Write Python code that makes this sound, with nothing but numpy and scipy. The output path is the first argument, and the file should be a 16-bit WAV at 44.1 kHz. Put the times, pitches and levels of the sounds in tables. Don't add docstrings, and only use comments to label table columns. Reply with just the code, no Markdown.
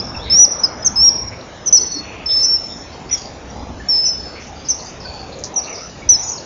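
import sys
import numpy as np
from scipy import signal
from scipy.fft import rfft, irfft
from scipy.io import wavfile
from scipy.ndimage import uniform_filter1d, minimum_filter1d

SR = 44100
rng = np.random.default_rng(int(sys.argv[2]) if len(sys.argv) > 2 else 0)


def inscribe(sig):
    pcm = np.round(np.clip(np.atleast_2d(sig).T, -1, 1) * 32767)
    wavfile.write(sys.argv[1], SR, pcm.astype(np.int16))


def gain_from_db(level_db):
    decades = np.asarray(level_db, float) / 20
    return 10 ** decades


N = 284445


def evened(x):
    return x / np.sqrt(np.mean(abs(x) ** 2) + 1e-20)


def add(mix, s, sound):
    part = mix[round(s * SR):][:len(sound)]
    part += sound[:len(part)]


def whistle(rows):
    s, hz, db = np.transpose(rows)
    t = np.arange(s[0], s[-1], 1 / SR)
    tremble = 1 + 0.044 * evened(uniform_filter1d(rng.standard_normal(len(t)), size=150))
    ramps = np.minimum(1, np.minimum(t - s[0] + 1 / SR, (s[-1] - t) / 3) / 0.0008)
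    smooth_hz = uniform_filter1d(np.interp(t, s, hz), size=90, mode="nearest")
    turns = np.cumsum(smooth_hz) / SR
    loudness = np.interp(t, s, gain_from_db(db)) * tremble * ramps
    return s[0], np.sqrt(2) * loudness * np.sin(2 * np.pi * turns)


def sung(calls, shape):
    u, height, under_db = np.transpose(shape)
    return [np.transpose([s + length * u, low_hz + (top_hz - low_hz) * height, db + under_db])
            for s, length, low_hz, top_hz, db in calls]


def unit_energy(rows):
    return rows / np.linalg.norm(rows, axis=1, keepdims=True)


def space(x, echoes, tail):
    flutter_hz = 22
    tail_db, t60 = tail
    t = np.arange(SR) / SR
    firm = np.zeros(SR)
    firm[0] = 1
    sparse = rng.standard_normal((3, SR)) * (rng.random((3, SR)) < 0.3)
    taps = sparse * gain_from_db(-60 * t / t60) * np.minimum(t / 0.017, 1)
    paths = gain_from_db(tail_db) * unit_energy(taps)
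    for delay, db, smear in echoes:
        rough = rng.standard_normal((3, SR)) * np.exp(-abs(t - delay) / smear) * (t > delay)
        scattered = np.clip(smear / 0.007, 0, 0.98)
        paths += gain_from_db(db) * scattered * unit_energy(rough)
        firm[round(delay * SR)] += gain_from_db(db) * np.sqrt(1 - scattered ** 2)
    knots = np.arange(0, len(x) + SR, SR // flutter_hz)
    phase = np.interp(np.arange(len(x)), knots, np.cumsum(rng.random(len(knots))))
    weights = np.sqrt(2 / 3) * np.cos(np.pi * (phase + np.arange(3)[:, None] / 3))
    wet = signal.fftconvolve(x[None], paths, axes=1)[:, :len(x)]
    return signal.oaconvolve(x, firm)[:len(x)] + (weights * wet).sum(0)


def bird(calls, echoes, tail):
    lead_s = 0.1
    lead = round(lead_s * SR)
    voice = np.zeros(N + lead)
    for rows in calls:
        s, sound = whistle(rows)
        add(voice, s + lead_s, sound)
    return space(voice, echoes, tail)[lead:]


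def rising_whistles():
    # t/s, f/Hz, level/dB
    rises = [
        [(.298, 5280, -26), (.304, 5194, -14), (.313, 5220, -13), (.329, 5360, -9.5), (.339, 5376, -9.5),
         (.353, 5520, -8.5), (.385, 5790, -9.5), (.393, 5804, -3), (.409, 5866, -3.5), (.428, 5844, -3),
         (.444, 5810, 0.5), (.449, 5520, -7.5), (.452, 5350, -7), (.4535, 5000, -15), (.456, 4550, -25.5)],
        [(.957, 5240, -26), (.963, 5160, -15.5), (.987, 5210, -12), (1.003, 5335, -11), (1.019, 5396, -9),
         (1.043, 5580, -7), (1.051, 5617, -6.5), (1.07, 5610, -7), (1.087, 5593, -4), (1.092, 5310, -6.5),
         (1.094, 5060, -15), (1.098, 4590, -24)],
    ]
    # delay/s, level/dB against the direct sound, smear/s
    rise_echoes = [(.02, -25, .01), (.043, -22.5, 0.011), (.08, -17, .006), (.098, -26, .015),
                   (.14, -26, .025), (.197, -21.5, .007)]
    return bird(rises, rise_echoes, tail=(-16, 0.85))


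def close_sweeps():
    # start/s, length/s, f/Hz at height 0, f/Hz at height 1, level/dB
    sweeps = [(-.042, .056, 4990, 5490, -11), (1.725, 0.068, 5117, 6068, -1),
              (6.089, 0.078, 5140, 6070, -3.5)]
    # share of the length, height in the pitch range, level/dB against the call's
    sweep_shape = [(0, 0.28, -28), (0.022, 0.66, -4), (0.063, 0.99, -0.5), (.18, 0.94, 1), (.35, .83, -5),
                   (0.489, .7, -4.5), (0.662, .42, -8.5), (.82, 0.1, -8.5), (.91, 0.012, -12),
                   (1, 0.25, -39.5)]
    # delay/s, level/dB against the direct sound, smear/s
    near_echoes = [(0.044, -20, 0.003), (.083, -19, 0.003), (0.098, -25, .008), (0.132, -25, .02),
                   (0.187, -23, .005), (.203, -22, 0.007)]
    return bird(sung(sweeps, sweep_shape), near_echoes, tail=(-16.5, 0.75))


def chips():
    # start/s, length/s, f/Hz at height 0, f/Hz at height 1, level/dB, wall level/dB against the direct sound
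    chip_calls = [(0.846, 0.028, 5450, 6455, -13, 6), (1.659, 0.03, 5470, 6193, -15.5, 3),
                  (2.428, 0.029, 5400, 6084, -14.5, 0.5), (3.11, 0.037, 5360, 5950, -16.5, 3),
                  (4.052, .038, 5280, 6000, -16, -2), (4.685, .035, 5320, 6275, -12, -3.5),
                  (5.559, .036, 5570, 5945, -12, -6.5)]
    # share of the length, height in the pitch range, level/dB against the call's
    chip_shape = [(0, .5, -26), (.08, .94, -5), (.2, 0.88, -2), (.42, 0.84, -1), (.62, 0.43, -1),
                  (.84, 0.0047, -9), (1, -0.44, -28)]
    # delay/s, level/dB against the direct sound, smear/s
    chip_echoes = [(.017, -18, .004), (0.027, -12.5, 0.005), (.04, -17.5, 0.01), (.065, -22, 0.02)]
    wall_delay_s, wall_smear_s = 0.01147, 0.0004
    total = np.zeros(N)
    for *call, wall_db in chip_calls:
        echoes = [(wall_delay_s, wall_db, wall_smear_s)] + chip_echoes
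        total += bird(sung([call], chip_shape), echoes, tail=(-12, 0.5))
    return total


def long_notes():
    # t/s, f/Hz, level/dB
    flat_notes = [
        [(2.258, 5470, -37), (2.263, 5276, -16.5), (2.272, 5260, -19.5), (2.282, 5350, -23),
         (2.292, 5237, -18.5), (2.314, 5246, -13.5), (2.336, 5327, -14.5), (2.346, 5274, -11.5),
         (2.355, 5236, -16), (2.373, 5290, -11.5), (2.388, 5260, -15), (2.409, 5356, -14), (2.427, 5268, -15),
         (2.45, 5320, -12.5), (2.478, 5355, -17), (2.496, 5430, -13.5), (2.525, 5440, -14.5),
         (2.54, 5432, -11.5), (2.562, 5356, -14), (2.569, 5190, -18.5), (2.576, 5050, -32.5)],
        [(3.885, 5280, -35.5), (3.888, 5484, -14), (3.893, 5510, -12.5), (3.911, 5397, -12.5),
         (3.933, 5253, -13), (3.957, 5270, -13), (3.972, 5230, -15), (3.99, 5256, -13.5), (4.029, 5242, -18),
         (4.04, 5266, -16.5), (4.057, 5245, -17), (4.087, 5302, -18), (4.111, 5280, -17.5),
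         (4.125, 5180, -21.5), (4.133, 5120, -24), (4.139, 5100, -35.5)],
    ]
    # delay/s, level/dB against the direct sound, smear/s
    long_echoes = [(0.021, -25, .01), (0.059, -15.5, 0.023), (.105, -19.5, .025), (.15, -18, .02),
                   (.2, -23, 0.033)]
    return bird(flat_notes, long_echoes, tail=(-15, 0.95))


def low_sweep():
    # t/s, f/Hz, level/dB
    low_note = [(.633, 5180, -30.5), (.636, 5190, -13.5), (.64, 5236, -6.5), (.647, 5165, -8),
                (.654, 5020, -14), (.658, 4930, -20), (.669, 4950, -33)]
    # delay/s, level/dB against the direct sound, smear/s
    soft_echoes = [(.012, -22, 0.0025), (.033, -26, 0.0055), (.185, -21, 0.012)]
    return bird([low_note], soft_echoes, tail=(-20, 0.64))


def ticks():
    # t/s, peak level/dB of the direct click, f/Hz
    clicks = [(3.175, -19, 5660), (5.389, -21.5, 6800), (5.438, -6.5, 5830), (5.897, -27, 5160)]
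    # delay/s, level/dB against the direct sound, smear/s
    tick_echoes = [(.003, -7, .0004), (.006, -3.5, 0.00035), (0.015, -6.5, 0.0018), (0.024, -14.5, .001)]
    out, t = np.zeros(N), np.arange(-60, 60) / SR
    for s, db, hz in clicks:
        envelope = np.exp(-(t / 0.00023) ** 2)
        add(out, s - 30 / SR, gain_from_db(db) * envelope * np.cos(2 * np.pi * hz * t))
    return space(out, tick_echoes, tail=(-2, 0.15))


def chatter():
    count, length_s, pitch_hz, level_db = 12, (0.031, 0.16), (3300, 6840), (-49.5, -42)
    when, length, pitch, glide, level = rng.random((count, 5)).T
    hz = np.interp(pitch, [0, 1], pitch_hz)
    return np.transpose([when * (N / SR - 0.2), np.interp(length, [0, 1], length_s),
                         hz, hz * (0.93 + 0.11 * glide), np.interp(level, [0, 1], level_db)])


def steady(table):
    return [(s, length, hz, hz, db) for s, length, hz, db in table]


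def far_sounds():
    # start/s, length/s, first f/Hz, last f/Hz, level/dB
    far_calls = [(.146, 0.012, 2755, 2500, -32), (1.735, 0.1, 4460, 4380, -33),
                 (1.82, .11, 4400, 4380, -40), (1.9, .1, 4400, 4340, -28.5),
                 (3.795, 0.037, 1778, 1705, -38), (5.05, 0.028, 1517, 1520, -39),
                 (5.54, 0.015, 6234, 6250, -32), (5.69, 0.048, 6020, 5800, -31.5),
                 (5.724, .048, 5870, 4040, -32), (5.67, 0.019, 2590, 2770, -34),
                 (5.712, 0.025, 2285, 2290, -39), (.185, .07, 3300, 4030, -39.5),
                 (6.017, 0.026, 2242, 2250, -38), (6.085, 0.089, 4050, 4020, -38),
                 (6.208, 0.031, 6240, 6800, -32), (6.222, 0.13, 6744, 6510, -28.5)]
    # start/s, length/s, first f/Hz, last f/Hz, level/dB
    grainy_calls = [(4.82, 0.054, 4380, 8300, -41), (4.85, .045, 4570, 5200, -37),
                    (4.996, 0.045, 5700, 3800, -40), (5.045, 0.07, 4535, 4490, -33),
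                    (5.115, .125, 4490, 4490, -39.5), (5.62, .07, 5900, 6300, -37.5),
                    (5.79, 0.1, 5900, 5900, -39.5), (5.753, .047, 5900, 4350, -31),
                    (5.59, .026, 5200, 4350, -38), (2.685, .065, 3600, 3650, -42.5),
                    (3.5, 0.014, 5700, 5700, -37), (3.09, 0.014, 4880, 5600, -33.5),
                    (6.385, .04, 5600, 4210, -37.5), (6.352, .03, 6150, 5000, -33.5),
                    (6.376, .018, 4700, 4000, -32.5), (.05, 0.023, 5500, 5350, -32),
                    (.153, .03, 5500, 5400, -31)]
    # start/s, length/s, centre f/Hz, level/dB
    puffs = [(.0, 0.095, 6010, -47.5), (.22, .14, 3850, -36), (3.93, 0.064, 4100, -45),
             (4.15, 0.27, 4530, -46), (4.39, 0.076, 5830, -43), (.253, .107, 2245, -39.5),
             (.48, .45, 1250, -41.5), (1.31, 0.041, 2197, -39), (5.0, 0.067, 4990, -40.5),
             (1.41, 0.0074, 4030, -38), (1.992, .304, 2553, -40.5), (2.284, 0.048, 3600, -33.5),
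             (2.386, 0.034, 4390, -36), (3.091, 0.065, 2222, -38), (3.167, 0.036, 6670, -37),
             (3.208, 0.014, 4915, -35.5), (3.252, 0.0085, 4785, -36), (4.344, .1, 2285, -40),
             (4.638, 0.094, 5100, -36), (4.717, .214, 6140, -40.5), (4.785, 0.038, 4470, -39),
             (4.86, .06, 5930, -46.5), (5.317, 0.034, 4210, -39.5), (5.665, 0.08, 2400, -41),
             (5.63, 0.04, 4310, -37.5), (2.922, .03, 4630, -46), (3.17, .06, 4980, -39),
             (6.282, .014, 4600, -38.5), (4.466, 0.027, 6040, -43), (5.75, 0.11, 5330, -39)]
    # start/s, length/s, centre f/Hz, level/dB
    drones = [(3.5, 0.33, 240, -39), (1.783, 0.072, 378, -34.5), (1.945, 0.041, 281.5, -31),
              (3.24, 0.11, 798, -43), (3.55, .09, 831, -37.5), (4.454, .146, 783, -41),
              (5.08, 0.27, 780, -41.5), (5.261, .19, 546, -38.5), (5.507, 0.13, 790, -38),
              (5.66, .08, 1268, -44), (5.76, .12, 1304, -42.5)]
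    fall_fade_db = 14
    voices = np.zeros(N)
    scatter = rng.standard_normal(N) + 1j * rng.standard_normal(N)
    for table, blur_hz in [(far_calls, 90), (grainy_calls, 230), (steady(puffs), 690),
                           (steady(drones), 159), (chatter(), 398)]:
        r = np.exp(-np.pi * blur_hz / SR)
        smooth = evened(signal.lfilter([1], np.convolve([1, -r], [1, -r]), scatter))
        for start, length, first_hz, last_hz, db in table:
            u = np.linspace(0, 1, round(length * SR))
            turns = np.cumsum(first_hz + (last_hz - first_hz) * u ** 1.4) / SR
            scattered = evened(smooth[round(start * SR):][:len(u)])
            wobble = evened(40 / blur_hz + scattered)
            tone = (wobble * np.exp(2j * np.pi * turns)).real
            fade_db = fall_fade_db * min(np.log2(last_hz / first_hz), 0) * u
            envelope = np.sqrt(2) * gain_from_db(db + fade_db) * signal.windows.tukey(len(u), 0.4)
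            add(voices, start, envelope * tone)
    return space(voices, [], tail=(-5, 0.4))


def rumble():
    # t/s, half width/s, level/dB
    surges = [(.25, 0.15, -35.5), (0.948, 0.11, -36.5), (1.25, 0.073, -38.5), (2.301, 0.14, -40.5),
              (2.6, .1, -42.5), (3.2, 0.27, -46.5), (3.7, 0.19, -37), (4.2, 0.085, -41.5), (4.5, .1, -44),
              (5.1, 0.28, -46), (6.09, 0.055, -32)]
    peak_hz, width_hz, steady_db = 69.5, 20, -47
    off_peak = (np.fft.rfftfreq(N, 1 / SR) - peak_hz) / width_hz
    narrow = irfft(rfft(rng.standard_normal(N)) / (1 + off_peak ** 2), N)
    t = np.arange(N) / SR
    strength = gain_from_db(steady_db) + sum(gain_from_db(db) * np.exp(-((t - s) / width) ** 2) for s, width, db in surges)
    return strength * evened(narrow)


def wash():
    # f/Hz, relative level/dB
    wash_colour = [(20, -46), (90, -2), (230, -3.5), (400, -8.5), (790, -13), (1450, -20), (2750, -18),
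                   (3100, -21), (3550, -18), (4570, -20.5), (5700, -19), (7100, -19), (7600, -37.5)]
    # t/s, level/dB
    swell = [(0.0, -30), (0.47, -32.5), (0.75, -31.5), (1.52, -35.5), (1.9, -36), (2.3, -33), (2.44, -37.5),
             (3.75, -37), (4.15, -37), (5.15, -37.5), (5.43, -35.5), (5.95, -38), (6.45, -36.5)]
    # level/dB when the swell is at its mean, dB for each dB of swell
    layer_levels = [(-38.5, 0.47), (-40.5, 0.99), (-45.5, -0.6)]
    mean_db = -36
    frames, hz = N // 256 + 5, np.fft.rfftfreq(1024, 1 / SR)
    a, b, patches = rng.standard_normal((frames, 513, 3)).T
    patches = evened(uniform_filter1d(uniform_filter1d(patches, size=7, axis=0), size=24, axis=1))
    f, db = np.transpose(wash_colour)
    colour_db = np.interp(np.log(hz + 1), np.log(f + 1), db)[:, None]
    patch_db = np.interp(hz, [300, 5000], [2.2, 3.8])[:, None] * patches
    z = (a + 1j * b) * gain_from_db(colour_db + patch_db)
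    over_low = 1 / (1 + (600 / (hz + 1)) ** 6)
    air = 1 / (1 + (1500 / (hz + 1)) ** 6)
    shares = np.sqrt([1 - over_low, over_low - air, air])
    swell_db = np.interp(np.arange(N) / SR, *np.transpose(swell)) - mean_db
    total = np.zeros(N)
    for share, (layer_db, follow) in zip(shares, layer_levels):
        layer = signal.istft(z * share[:, None], nperseg=1024, noverlap=768)[1][:N]
        total += gain_from_db(layer_db + follow * swell_db) * evened(layer)
    return total


def scene():
    close_bird = rising_whistles() + close_sweeps()
    other_birds = chips() + long_notes() + low_sweep()
    background = ticks() + far_sounds() + rumble() + wash()
    return (close_bird + other_birds + background)[None]


def drop_masked(x):
    hz, t, z = signal.stft(x, SR, nperseg=1024, noverlap=768)
    power = uniform_filter1d(uniform_filter1d(abs(z) ** 2, size=5, axis=0), size=5, axis=1)
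    level_db = 10 * np.log10(abs(power) + 1e-14)
    held_db = np.maximum.accumulate(level_db + 70 * t, axis=1) - 70 * t
    up_db, down_db = 0.0039 * hz[:, None], 0.006 * hz[:, None]
    from_below = np.maximum.accumulate(held_db + up_db, axis=0) - up_db
    from_above = np.maximum.accumulate((level_db - down_db)[::-1], axis=0)[::-1] + down_db
    treble_db = 0.0028 * np.maximum(hz[:, None] - 5700, 0)
    cover_db = np.maximum(from_below + treble_db, from_above + 2)
    margin_db = level_db - cover_db + 42.5
    keep = 1 / (1 + np.exp(-np.clip(margin_db / 0.85, -30, 30)))
    return signal.istft(z * keep, SR, nperseg=1024, noverlap=768)[1][:N]


def top_cut(x):
    return signal.sosfilt(signal.butter(12, 7080, fs=SR, output="sos"), x)


def record(dry):
    low_pass = signal.firwin(201, 7300, window=("kaiser", 8), fs=SR)
    narrow = signal.oaconvolve(drop_masked(dry[0]), low_pass, "same")
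    peak = -minimum_filter1d(-abs(narrow), size=240)
    limited = narrow / uniform_filter1d(np.maximum(peak / 0.97, 1), size=200)
    return top_cut(limited[None])


dry = scene()
out = record(dry)
inscribe(out)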